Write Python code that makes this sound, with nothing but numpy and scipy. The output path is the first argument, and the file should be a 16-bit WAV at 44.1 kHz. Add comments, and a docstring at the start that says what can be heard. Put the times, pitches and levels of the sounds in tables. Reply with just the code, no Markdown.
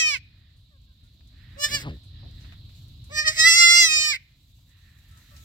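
"""A newborn goat bleats three times in a straw-bedded shed, a few steps from two microphones.
A grown goat grunts once, other kids call faintly, breath whistles in a nose and straw rustles,
over the low rumble and thin hiss of the shed. Voices are summed partials and breath noise through
resonances; air, straw and nose are shaped noise; near reflections and a sparse tail give the room."""
import sys
import numpy as np
from scipy import signal
from scipy.fft import rfft, irfft
from scipy.io import wavfile
from scipy.ndimage import uniform_filter1d, minimum_filter1d

SR = 44100
rng = np.random.default_rng(int(sys.argv[2]) if len(sys.argv) > 2 else 0)


def put_to_file(sound):
    """Save the sound as 16-bit audio at rate SR, in the file named by the first command-line argument."""
    columns = np.atleast_2d(sound).T  # one column per channel
    safe = np.clip(columns, -1, 1)
    whole_steps = np.round(safe * 32767)
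    wavfile.write(sys.argv[1], SR, whole_steps.astype(np.int16))


N = 240046
EDGE_HZ = 15950  # upper band limit


def gain_of(db):
    """Amplitude ratio of a level in dB."""
    return 10 ** (np.asarray(db) / 20)


def evened(x, axis=None):
    """Scales to unit RMS."""
    return x / np.sqrt(np.mean(abs(x) ** 2, axis=axis, keepdims=True) + 1e-20)


def smooth_noise(shape, *sizes):
    """Unit-RMS noise after moving averages along the last axis."""
    x = rng.standard_normal(shape)
    for size in sizes:
        x = uniform_filter1d(x, size=size)
    return evened(x)


def read(points, hz):
    """Interpolates a (f/Hz, value) curve on a log frequency axis."""
    f, value = np.transpose(points)
    return np.interp(np.log(hz + 1), np.log(f + 1), value)


def add(mix, s, sound):
    """Adds a sound to the mix at s seconds, cut at the end."""
    part = mix[..., round(s * SR):][..., :sound.shape[-1]]
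    part += sound[..., :part.shape[-1]]


def held(x, fall_per_s):
    """Running peak that sinks at a steady rate."""
    fall = np.arange(len(x)) * fall_per_s / SR
    return np.maximum.accumulate(x + fall) - fall


def modes(table, hz):
    """Gain of resonances side by side, rows (f/Hz, width/Hz, level/dB)."""
    return sum(gain_of(db) / (1 + (2 * (hz - f) / width) ** 2) for f, width, db in table)


def shaped(x, gain):
    """Multiplies short-time spectra by gain(hz, s)."""
    hz, s, z = signal.stft(x, SR, nperseg=256, noverlap=192)
    y = signal.istft(z * gain(hz[:, None], s), SR, nperseg=256, noverlap=192)[1]
    return y[..., :x.shape[-1]]


def air():
    """Rumble, hiss, straw rustle and nose breath: noise layers in random short-time spectra."""
    # layer spectra, normalised before use: f/Hz, relative level/dB per Hz
    rumble = [(15, -50), (25, -17), (43, -4.5), (85, -3), (162, -20.5), (283, -27), (406, -45.5),
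              (700, -43), (910, -83), (1540, -120)]
    hiss = [(400, -34), (1000, -17.5), (2000, -23.5), (3000, -9.5), (3900, 3.5), (5000, -10), (5800, -23.5),
            (8000, -38.5)]
    straw = [(300, -1), (1500, -7), (2500, 2.5), (5500, 3), (7800, 5.5), (8800, -9), (12000, 3.5),
             (15800, -1)]
    # nostril resonances, normalised before use: f/Hz, width/Hz, relative level/dB
    nostril = [(1830, 290, 1), (1293, 630, -13.5), (2700, 1400, -8)]
    # left-right likeness: f/Hz, correlation/1
    likeness = [(60, 0.99), (240, 0.97), (950, 1), (3770, 0.19), (15000, 0.12)]
    # stereo balance: f/Hz, left minus right/dB
    balance = [(60, -0.5), (150, 1), (380, 0.5), (950, -0.5), (2380, -12), (5980, 2.5), (15000, 6.5)]
    # rumble swell: t/s, level/dB
    swell = [(0.0, -50.5), (0.5, -52.5), (0.97, -54.5), (1.2, -49.5), (1.6, -46), (2.0, -45.5),
             (2.3, -40.5), (2.74, -45.5), (3.32, -42.5), (3.55, -48.5), (4.24, -55), (4.97, -54),
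             (5.44, -48)]
    # straw rustle: t/s, level/dB
    rustle = [(0.0, -81.5), (1.4, -75.5), (2.001, -73), (2.2, -80), (2.4, -68.5), (2.62, -75), (2.78, -67),
              (3.05, -72.5), (4.3, -75), (4.451, -70.5), (4.75, -72), (5.1, -67), (5.44, -60.5)]
    # goat nose breaths: start t/s, length/s, level/dB
    breaths = [(0.19, 0.42, -72.5), (.93, 0.25, -81.5), (1.29, 0.72, -60.5), (2.096, 0.25, -69),
               (2.303, 0.31, -66.5), (4.241, 0.13, -76), (4.664, 0.44, -68), (5.02, 0.45, -66.5)]
    hiss_db, hiss_follow, swell_mid_db = -63.5, .85, -49.5
    breath_edge = 0.76  # exponent of the half-sine envelope
    frame, hop = 1024, 256

    frames, hz = N // hop + 5, np.fft.rfftfreq(frame, 1 / SR)
    a, b, c, d, patches = rng.standard_normal((frames, 513, 5)).T
    patches = uniform_filter1d(patches, size=14, axis=0)
    patches = evened(uniform_filter1d(patches, size=10, axis=1))
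    t = np.arange(frames) * hop / SR

    rumble_level_db = np.interp(t, *np.transpose(swell))
    slow_swell_db = uniform_filter1d(rumble_level_db, size=80)
    hiss_level_db = hiss_db + hiss_follow * (slow_swell_db - swell_mid_db)
    flicker_db = 1.5 * smooth_noise(frames, 4)
    straw_level_db = np.interp(t, *np.transpose(rustle)) + flicker_db
    puff = sum(gain_of(db) * np.sin(np.pi * np.clip((t - s) / length, 0, 1)) ** breath_edge
               for s, length, db in breaths)
    breath_level_db = 20 * np.log10(puff + 1e-5)

    layers = [(gain_of(read(rumble, hz)), rumble_level_db),
              (gain_of(read(hiss, hz)), hiss_level_db),
              (gain_of(read(straw, hz)) * (hz < EDGE_HZ), straw_level_db),
              (modes(nostril, hz), breath_level_db)]
    power = sum(np.outer(shape / np.linalg.norm(shape), gain_of(db)) ** 2 for shape, db in layers)

    same = np.clip(read(likeness, hz), -1, 1)[:, None]
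    left = a + 1j * b
    right = same * left + np.sqrt(1 - same ** 2) * (c + 1j * d)
    lean_db = np.multiply.outer([.5, -.5], read(balance, hz))[..., None]
    z = np.array([left, right]) * np.sqrt(power) * gain_of(1.2 * patches + lean_db)
    overlap = np.sqrt(1.5)  # makes up for overlap-add of independent frames
    return overlap * signal.istft(z, nperseg=frame, noverlap=frame - hop)[1][:, :N]


def snaps():
    """Each stalk gives a short burst of noise, broad around its centre, unlike at the two ports."""
    # straw snaps and rustles: t/s, level/dB (before halving), centre f/Hz, decay/s
    stalks = [(.56, -65, 8000, 0.044), (.815, -62, 6100, .005), (1.03, -63.5, 8000, .05),
              (1.207, -49.5, 2380, .004), (1.272, -57, 6500, 0.013), (2.03, -57, 7540, 0.031),
              (2.225, -47.5, 493, 0.04), (2.31, -53, 6960, .004), (2.4, -50, 4000, .05),
              (2.441, -48, 1800, 0.028), (2.521, -43, 2290, 0.016), (2.689, -53.5, 3000, 0.019),
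              (2.882, -52.5, 9070, 0.0045), (3.04, -49, 6940, .018), (4.58, -63.5, 803, 0.019),
              (4.69, -57.5, 6880, 0.017), (4.985, -61, 6500, 0.018), (5.11, -54, 6980, 0.018),
              (5.17, -51, 5980, .025), (5.291, -58, 4900, .016), (5.36, -45.5, 5050, .03)]
    out, t = np.zeros((2, N)), np.arange(6000) / SR
    bursts = rng.standard_normal((len(stalks), 2, len(t)))
    for (s, db, hz, decay), burst in zip(stalks, bursts):
        burst = evened(shaped(burst, lambda f, at: modes([(hz, 1.3 * hz, 0)], f) + 0 * at))
        envelope = np.exp(-t / decay) * np.clip(t / (0.2 * decay), 0, 1)
        add(out, s, gain_of(db) / 2 * burst * envelope)
    return out


def far_call(s, length, first_hz, last_hz, level_db, second_db, third_db):
    """A soft gliding call, dulled by distance to three partials."""
    turns = np.cumsum(np.linspace(first_hz, last_hz, round(length * SR))) / SR
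    tone = sum(gain_of(db) * np.sin(2 * np.pi * k * turns)
               for k, db in enumerate([0, second_db, third_db], start=1))
    return s, gain_of(level_db) * tone * signal.windows.tukey(len(turns), .5)


def grunt():
    """Slow uneven pulses and breath resonate in a large chest."""
    # grown goat: t/s, level/dB, pulse rate/Hz, roughness/1
    course = [(1.68, -41.5, 105, .8), (1.75, -32, 125, 0.71), (1.792, -38.5, 150, .8), (1.83, -34, 130, 1),
              (1.875, -29, 149, 0.38), (1.902, -33, 80, 0.67), (1.94, -43.5, 70, 0.33),
              (1.97, -57.5, 75, 0.24)]
    # chest response, normalised after use: f/Hz, relative level/dB
    chest = [(40, 2), (130, -3), (300, -13.5), (450, -20), (900, -23), (1500, -18), (4600, -22),
             (5800, -36), (15000, -56)]
    s, *columns = np.transpose(course)
    t = np.arange(s[0], s[-1], 1 / SR)
    level_db, rate_hz, rough = (np.interp(t, s, c) for c in columns)
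    jitter = smooth_noise(len(t), 300)
    turns = np.cumsum(rate_hz * (1 + 0.09 * jitter)) / SR
    # slack folds voice only the low partials
    pulses = sum(np.cos(2 * np.pi * k * turns + 0.61 * k ** 2) for k in range(1, 9))
    puffs = rng.standard_normal(len(t)) * (.5 + np.exp(-(turns % 1) / 0.29))
    drive = (1 - rough) * evened(pulses) + rough * puffs
    f = np.fft.rfftfreq(2 * len(t), 1 / SR)
    body = irfft(rfft(drive, 2 * len(t)) * gain_of(read(chest, f)))[:len(t)]
    return s[0], evened(body) * gain_of(level_db)


def bleat(rows):
    """Partials of the vocal folds and puffs of breath pass the nose, the mouth and the throat."""
    # upper throat resonances: f/Hz, width/Hz, level/dB re effort
    upper_throat = [(3630, 3100, -16.5), (6746, 200, -25), (7860, 980, -17), (10675, 1100, -32.5),
                    (14500, 750, -28.5)]
    mouth_width_hz, throat_width_hz, lips_hz = 490, 1690, 1160
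    # the throat resonance sinks when pitch falls under slack_hz
    throat_top_hz, throat_hz_per_hz, slack_hz = 5217, 7.0, 600
    shut_db, open_s = -43, 0.059  # extra nose hum at the start, mouth shut
    # the nose hum follows effort, up to a ceiling that sinks as the bleat goes on
    nose_db, nose_top_db, nose_shut_db_per_s = -18.5, -42.5, 20.5
    # the voice cracks where effort drops under its recent peak, and heals slowly
    clear, crack_scale, crack_db, forget_db_per_s, heal_s = .003, .3, 19, 55, .027
    tire_s, tired_rough, tired_tremor, tremor_hz = .8, .005, .004, 24.17
    # starts and sagging ends are hoarse
    onset_rough, onset_s, slack_rough_per_hz, grit_depth = .3, .018, .0012, .12
    under_way_s = .95  # age of the first bleat when the scene opens

    s, pitch, *columns = np.transpose(rows)
    t = np.arange(s[0], s[-1], 1 / SR)
    count = len(t)
    pitch_hz = np.interp(t, s, pitch)
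    born = s[0] - under_way_s * (s[0] == 0)

    push_db = np.interp(t, s, columns[0])
    drop = (held(push_db, forget_db_per_s) - push_db) / crack_db
    crack = np.exp(held(np.log(crack_scale * drop ** 2 + 1e-9), 1 / heal_s))
    crack = np.minimum(crack, .4)
    sag_hz = np.maximum(pitch.mean() - 20 - pitch_hz, 0)
    crack = crack + onset_rough * np.exp(-(t - born) / onset_s) + slack_rough_per_hz * sag_hz
    tired = np.clip(10 * (t - born - tire_s), 0, 1)
    rough = clear + crack + tired_rough * tired
    tremor = np.minimum(.001 + crack / 10, .01) + tired_tremor * tired

    wobble = (0.0035 + 0.033 * rough) * smooth_noise(count, 500, 300)
    tremble = tremor * np.sin(2 * np.pi * tremor_hz * (t + s[0]))
    hz = uniform_filter1d(pitch_hz, size=400) * (1 + wobble + tremble)
    grit = smooth_noise(count, 100)  # cycle-to-cycle unevenness
    turns = np.cumsum(hz * (1 + grit_depth * rough * grit)) / SR

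    def tract(f, at):
        """Gain of nose, mouth and throat at frequency f and time at."""
        effort_db, mouth_db, mouth_hz = (np.interp(at, s, c) for c in columns)
        slack = np.maximum(slack_hz - np.interp(at, s, pitch), 0)
        throat_hz = throat_top_hz - throat_hz_per_hz * slack
        age = at - born
        shut = gain_of(shut_db) * np.exp(-(age / open_s) ** 4)
        hum_db = np.minimum(effort_db + nose_db, nose_top_db - nose_shut_db_per_s * age)
        nose = (shut + gain_of(hum_db)) * modes([(625.3, 750, 0.0047)], f)
        mouth = gain_of(mouth_db) * modes([(mouth_hz, mouth_width_hz, 0)], f)
        throat_modes = upper_throat + [(throat_hz, throat_width_hz, -6)]
        throat = gain_of(effort_db) * modes(throat_modes, f)
        return nose + (mouth + throat) / (1 + (lips_hz / (f + 1)) ** 4)  # small lips radiate bass poorly

    k = np.arange(1, 28)[:, None]
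    # each partial wavers alone, and differently at each port as the head sways
    # shimmer rows: common level, level at each port (2), phase at each port (2)
    shimmer = smooth_noise((5, len(k), count // 16 + 1), 150, 80)
    shimmer = shimmer.repeat(16, axis=-1)[..., :count]
    shimmer = uniform_filter1d(shimmer, size=32)
    flicker = smooth_noise((len(k), count), 400)
    flicker_db = (.07 + 3 * rough) * k * flicker / 2
    waver = gain_of(1.5 * shimmer[0] + 2.5 * shimmer[1:3] + flicker_db)
    waver *= (1 - rough) ** (k / 2)  # uneven cycles blur the high partials first
    phase = 2 * np.pi * k * turns + 0.41 * k ** 2 + 0.57 * shimmer[3:]
    folds = (tract(k * hz, t) * waver * np.cos(phase)).sum(1)

    puffs = (0.69 + np.exp(-(turns % 1) / 0.19)) * rng.standard_normal(count)
    # turbulence is brighter than the folds
    breath = shaped(evened(puffs), lambda f, at: tract(f, at + s[0]) * (1 + f / 1400.0))
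    fade_in = np.clip((t - s[0]) / .035 + (s[0] == 0), 0, 1)  # none if already under way
    fade_out = np.clip((s[-1] - t) / .03, 0, 1)
    return (np.sqrt(2) * (1 - rough) * folds + 4.5 * rough * breath) * fade_out * fade_in


def paths(x, lean, lead):
    """Direct sound and near reflections reach each port with its own colour and delay."""
    # floor and wall reflections: delay/s, gain/1
    echoes = [(.0008, 0.1), (.0026, 0.038), (.0047, 0.11)]
    size = x.shape[1] + 2048
    f = np.fft.rfftfreq(size, 1 / SR)
    early = 1 + sum(g * np.exp(-2j * np.pi * f * s) for s, g in echoes)
    half_lean_db = read(lean, f) / 2
    left = gain_of(half_lean_db)
    right = gain_of(-half_lean_db) * np.exp(-1j * np.interp(f, *np.transpose(lead)))
    return irfft(rfft(x, size) * early * np.array([left, right]), size)[:, :size - 1024]


def shed(x):
    """Sparse taps of random sign, each band dying at its own speed."""
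    # shed decay: f/Hz, t60/s
    decay = [(500, 0.12), (2300, 0.54), (5000, 0.37), (12000, 0.03)]
    taps = np.zeros((2, SR // 2))
    at = np.arange(400, SR // 2 - 20, 20)
    at = at + rng.integers(0, 20, (2, len(at)))
    np.put_along_axis(taps, at, rng.choice([-1., 1.], at.shape), 1)
    tail = shaped(taps, lambda f, s: gain_of(-60 * s / read(decay, f)))
    return signal.fftconvolve(x[None], tail / np.linalg.norm(tail[0]), axes=1)[:, :N]


def scene():
    """Kid with near reflections and shed tail, herd, air and straw at two ports."""
    # one table a bleat: t/s, pitch f/Hz, effort/dB, mouth resonance level/dB, mouth resonance f/Hz
    bleats = [
        [(0.0, 650, -21.5, -20.5, 2400), (0.046, 626, -30, -21.5, 2500), (0.092, 605, -27, -21.5, 2350),
         (0.12, 576.5, -28.5, -31.5, 2330), (0.145, 554, -31.5, -22.5, 2350), (0.162, 500.4, -37, -23.5, 2250),
         (0.2, 506, -65, -52.5, 2130)],
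        [(1.56, 552, -64, -65, 2110), (1.602, 580, -35, -62, 1950), (1.646, 590.4, -19.5, -25.5, 1780),
         (1.675, 597, -33.5, -37.5, 1830), (1.698, 527, -39, -37.5, 1880), (1.718, 576, -31.5, -34.5, 1890),
         (1.75, 589, -21.5, -25, 1890), (1.78, 562, -35, -36, 1870), (1.85, 537, -55, -44, 1820)],
        [(3.09, 516, -56, -56.5, 2400), (3.126, 601, -46, -42, 1950), (3.15, 608, -35.5, -31.5, 1880),
         (3.19, 606, -25, -18.5, 1830), (3.238, 609.4, -37, -33, 1900), (3.25, 643, -39, -29, 1940),
         (3.282, 612, -18, -16, 1924), (3.316, 626.4, -33, -30.5, 1980), (3.342, 603, -45.5, -39, 2050),
         (3.4, 643, -16, -17.5, 1972), (3.438, 641, -20.5, -21.5, 1908), (3.476, 673.5, -14, -11.5, 2070),
         (3.52, 665.7, -15.5, -23.5, 2050), (3.57, 690, -16.5, -17, 2060), (3.644, 688, -12.5, -11.5, 2080),
         (3.806, 693.8, -13.5, -17, 2110), (3.845, 668, -16.5, -15.5, 2070), (3.895, 628.8, -23.5, -25.5, 2350),
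         (3.94, 621, -22, -22, 2390), (4.104, 605.3, -24.5, -21, 2250), (4.15, 517, -36, -22, 2185),
         (4.19, 509, -79.5, -47, 2070)],
    ]
    # the kid turns its head, so each bleat meets the two ports differently
    # one table a bleat: f/Hz, left minus right/dB
    port_lean = [
        [(60, 5), (130, -5.5), (290, -22.5), (640, -4.5), (1410, 2.5), (3100, -9.5), (6820, 8), (15000, 0.5)],
        [(60, -4.5), (130, 4), (290, -5.5), (640, 4), (1410, -4), (3100, -10), (6820, 5), (15000, 21)],
        [(60, 0), (110, 1), (200, -1), (380, 11), (700, 2.5), (1290, -4), (2380, -4.5), (4400, -7), (8120, 8),
         (15000, -4)],
    ]
    # one table a bleat: f/Hz, left lead/rad
    port_lead = [
        [(0, 0.5), (1890, -0.5), (4820, 16), (5430, 5), (13000, 1), (15600, -9)],
        [(0, 1), (3360, 1.8), (6550, 9.5), (9820, 16.5), (12100, 34), (15600, 70)],
        [(0, 0.5), (1810, -2), (2580, 4), (3960, 3.5), (9650, 16), (11800, 13), (13900, 18), (15600, 26.5)],
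    ]
    # far kids: t/s, length/s, first f/Hz, last f/Hz, level/dB, 2nd and 3rd partial/dB re first
    far = [(0.697, .09, 633, 500, -71.5, -2, 0), (0.866, .08, 545, 500, -83, 3, 9),
           (1.028, 0.058, 465, 480, -87.5, 3.5, 12), (5.1, 0.11, 663, 650, -84.5, 22, 1),
           (5.278, 0.19, 658, 660, -78, 14, -11), (5.307, 0.054, 600, 562, -64, 0, -7)]
    shed_db = -33

    kid, near, herd = np.zeros(N), np.zeros((2, N)), np.zeros(N)
    for rows, lean, lead in zip(bleats, port_lean, port_lead):
        voice = bleat(rows)
        add(kid, rows[0][0], voice[0])
        add(near, rows[0][0], paths(voice, lean, lead))
    add(herd, *grunt())
    for row in far:
        add(herd, *far_call(*row))
    # the herd is nearer the left port
    herd = np.array([gain_of(0.15) * herd, gain_of(-0.8) * np.roll(herd, 10)])
    return near + gain_of(shed_db) * shed(kid) + herd + air() + snaps()


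def record(dry):
    """The microphone drops the deepest bass, a limiter holds the loudest crests; then the band limit."""
    highpass = signal.butter(4, Wn=42., btype="high", fs=SR, output="sos")
    thin = signal.sosfilt(highpass, dry)
    crest = -minimum_filter1d(-abs(thin).max(0), size=801)
    limit = np.minimum(1, .9 / (crest + 1e-9))
    tamed = thin * uniform_filter1d(limit, size=401)
    lowpass = signal.firwin(511, EDGE_HZ, window=("kaiser", 9), fs=SR)
    return signal.oaconvolve(tamed, lowpass[None], "same")


dry = scene()
out = record(dry)
put_to_file(out)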